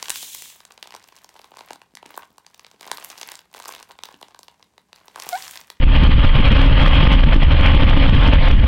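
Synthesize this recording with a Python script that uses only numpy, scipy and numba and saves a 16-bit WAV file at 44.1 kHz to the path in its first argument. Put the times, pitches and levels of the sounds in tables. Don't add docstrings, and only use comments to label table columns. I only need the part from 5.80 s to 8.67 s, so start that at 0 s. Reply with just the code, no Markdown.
import sys
import numpy as np
from scipy import signal
from scipy.fft import rfft, irfft, next_fast_len
from scipy.io import wavfile
from scipy.ndimage import uniform_filter1d, map_coordinates
from numba import njit

SR = 44100
rng = np.random.default_rng(int(sys.argv[2]) if len(sys.argv) > 2 else 0)


def wav_record(signal):
    frames = np.transpose(np.atleast_2d(signal))
    bounded = np.clip(frames, -1, 1)
    quanta = np.round(bounded * 32767).astype(np.int16)
    wavfile.write(sys.argv[1], SR, quanta)


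def amplitude_ratio(level_db):
    exponent = np.asarray(level_db, float) / 20
    return 10 ** exponent


N = 126567

FIRING_HZ = 71.4


def unit(x):
    return x / np.sqrt(np.mean(x ** 2) + 1e-20)


def along(points, hz):
    point_hz, value = np.transpose(points)
    return np.interp(np.log(hz + 1), np.log(point_hz + 1), value)


def over_time(points):
    return np.interp(np.arange(N) / SR, *np.transpose(points))


def wobble(rate_hz):
    knots = rng.standard_normal(int(N * rate_hz / SR) + 4)
    return map_coordinates(knots, [np.arange(N) * rate_hz / SR])


def coloured(x, points):
    size = next_fast_len(N + 8192)
    gain = amplitude_ratio(along(points, np.fft.rfftfreq(size, 1 / SR)))
    return irfft(rfft(x, size) * gain, size)[:N]


def turns(hz):
    # time_s [s], speed [ratio to normal]
    engine_speed = [
        (0, .999),
        (.5, 1),
        (1.2, 1.003),
        (1.5, .999),
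        (2.87, .997),
    ]
    return np.cumsum(hz * over_time(engine_speed)) / SR


def tone(hz, level_db):
    wander, flutter_db = 0.0025, 2.5
    phase = turns(hz) + np.cumsum(hz * wander * wobble(12)) / SR + rng.random()
    level = amplitude_ratio(level_db + flutter_db * wobble(9))
    return np.sqrt(2) * level * np.sin(2 * np.pi * phase)


def roar():
    # pitch_hz [Hz], level_db [dB per Hz]
    roar_spectrum = [(120, -9.5), (300, -21), (420, -26.5), (560, -9.5), (1000, -11), (1600, -11.5),
                     (2400, -9.5), (6000, -14.5)]
    level_db, throb_depth, patchy_db = -24.5, 0.021, 2.05
    cells = signal.stft(rng.standard_normal(N), nperseg=512)[2]
    patches = uniform_filter1d(rng.standard_normal(cells.shape), 6, 0)
    patches = uniform_filter1d(patches, 8, 1)
    noise = signal.istft(cells * amplitude_ratio(patchy_db * unit(patches)), nperseg=512)[1][:N]
    throb = 1 + throb_depth * np.cos(2 * np.pi * turns(FIRING_HZ))
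    return amplitude_ratio(level_db) * unit(coloured(noise * throb, list(roar_spectrum) + [(9000, -57)]))


def clatter(count=600):
    knocks_per_s, centre_hz, level_db = 160, 2376, -33
    draw = rng.random((count, 3))
    k = np.arange(200)
    start = (np.cumsum(-np.log(draw[:, 0])) / knocks_per_s * SR).astype(int)
    at = start[:, None] + k
    cycles = centre_hz * np.exp(1.52 * (draw[:, 1:2] - 0.5)) * k / SR
    ring = np.sin(2 * np.pi * cycles) * np.exp(-cycles / 0.61)
    grains = amplitude_ratio(7.5 * draw[:, 2:]) * ring
    return amplitude_ratio(level_db) * unit(np.bincount(at.ravel(), grains.ravel(), N)[:N])


def whines():
    # order [multiple of firing rate], level_db [dB]
    firing_orders = [(1, -23), (2, -29), (4, -37.5), (8, -41.5), (12, -42), (16, -42)]
    # order [multiple of pump rate], level_db [dB]
    pump_orders = [(1, -32), (2, -41), (3, -45.5), (9, -46)]
    # pitch_hz [Hz], level_db [dB]
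    gear_meshes = [(468, -43), (518, -37), (603, -43), (899, -44.5), (909, -41.5), (1063, -41),
                   (1215, -41.5)]
    # time_s [s], level_db [dB]
    strained_pump = [
        (0, -43.5),
        (.8, -40),
        (1.351, -41),
        (1.599, -53),
        (2.87, -46.5),
    ]
    pump_hz, strained_hz = 270.1, 3244
    lines = [(FIRING_HZ * round(order), db) for order, db in firing_orders]
    lines += [(pump_hz * round(order), db) for order, db in pump_orders]
    lines += list(gear_meshes)
    steady = sum(tone(hz, db) for hz, db in lines)
    return steady + tone(strained_hz, over_time(strained_pump))


def wind():
    # centre_s [s], strength_db [dB over lull], half_length_s [s]
    gusts = [(0.039, 17.5, 0.067), (0.229, 8, 0.039), (0.3, 16, 0.0093), (0.37, 11, 0.024),
             (0.496, 7, 0.072), (0.606, 10.5, 0.021), (0.724, 6, 0.033), (0.89, 3.5, 0.036),
             (0.947, 8, 0.036), (1.042, 3.5, 0.008), (1.198, 1.5, 0.083), (1.257, 5, 0.012),
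             (1.289, 17.5, 0.0051), (1.38, 12.5, 0.023), (1.413, -1.5, 0.0057), (1.459, 12.5, 0.059),
             (1.581, 14, 0.029), (1.679, 12, 0.029), (1.752, 11.5, 0.013), (1.82, 6.5, 0.006),
             (1.886, 1, 0.085), (1.982, 7, 0.026), (2.056, 9.5, 0.02), (2.164, 7.5, 0.04),
             (2.328, 9.6, 0.063), (2.502, 10.5, 0.016), (2.59, 7.5, 0.023), (2.771, 15.5, 0.041),
             (2.86, 14.5, 0.0068)]
    # [dB, negative falls, positive rises]
    lulls = [(.03, -15.5), (0.579, -0.5), (.685, -1.5), (0.811, -4), (1.295, -7), (1.399, -9.5),
             (1.442, -9), (1.498, -3), (1.537, -11), (1.634, -5.5), (1.726, -5.5), (1.79, -3), (2.1, 2),
             (2.452, -3), (2.823, 3.5)]
    # pitch_hz [Hz], level_db [dB per Hz]
    buffet_spectrum = [(5.9, -23), (10, -2.5), (27, 6), (69, -3), (184, -21), (275, -23), (317, -29.5),
                       (450, -39), (580, -62.5), (990, -120)]
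    lead_s, growth, narrowing = 0.0092, 0.84, 0.65
    lull_half_s, lull_db = 0.009, -12
    evenness, lump_db = 0.61, 0.5
    t = np.arange(N) / SR + lead_s
    power = 1
    for centre_s, db, half_s in gusts:
        power = power + (amplitude_ratio(2 * db) - 1) * np.exp(-((t - centre_s) / (narrowing * half_s)) ** 2 / 2)
    power = power ** growth
    drop_db = sum(db * np.exp(-((t - centre_s) / lull_half_s) ** 2 / 2) for centre_s, db in lulls)
    spectrum = [(3.3, -43.5)] + list(buffet_spectrum) + [(900, -53)]
    rumble = unit(coloured(rng.standard_normal(N), spectrum))
    swell = uniform_filter1d(np.abs(signal.hilbert(rumble, next_fast_len(N))[:N]), size=400)
    evened = unit(rumble / (swell + 0.3) ** evenness)
    return amplitude_ratio(lull_db + drop_db + lump_db * wobble(24.836)) * np.sqrt(power) * evened


def scene():
    return (roar() + clatter() + whines() + wind())[None]


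@njit
def follow(x, up, down):
    out, e = np.empty_like(x), x[:800].max()
    for i in range(len(x)):
        e += (up if x[i] > e else down) * (x[i] - e)
        out[i] = e
    return out


def roll_off(x):
    return signal.sosfilt(signal.butter(12, 15850, fs=SR, output="sos"), x)


def record(dry):
    # pitch_hz [Hz], level_db [dB]
    mic_response = [(2700, -2.5), (3000, 1), (3250, 1), (3600, -8.5), (4200, -14), (5200, -25), (6000, -38),
                    (7000, -71)]
    attack_s, release_s, ratio, target_db = 0.0016, 0.011, 0.97, -6.5
    clip, headroom = 0.714, 1.019
    x = coloured(dry[0], mic_response)
    peak = follow(np.abs(x), 1 / (attack_s * SR), 1 / (release_s * SR))
    x = x * (amplitude_ratio(target_db) / (peak + 0.003)) ** ratio
    x = np.clip(x, -headroom * clip, headroom * clip)
    x = coloured(x, [(5500, 0), (7000, -41)])
    return roll_off(np.clip(x, -clip, clip)[None])


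dry = scene()
out = record(dry)
wav_record(out)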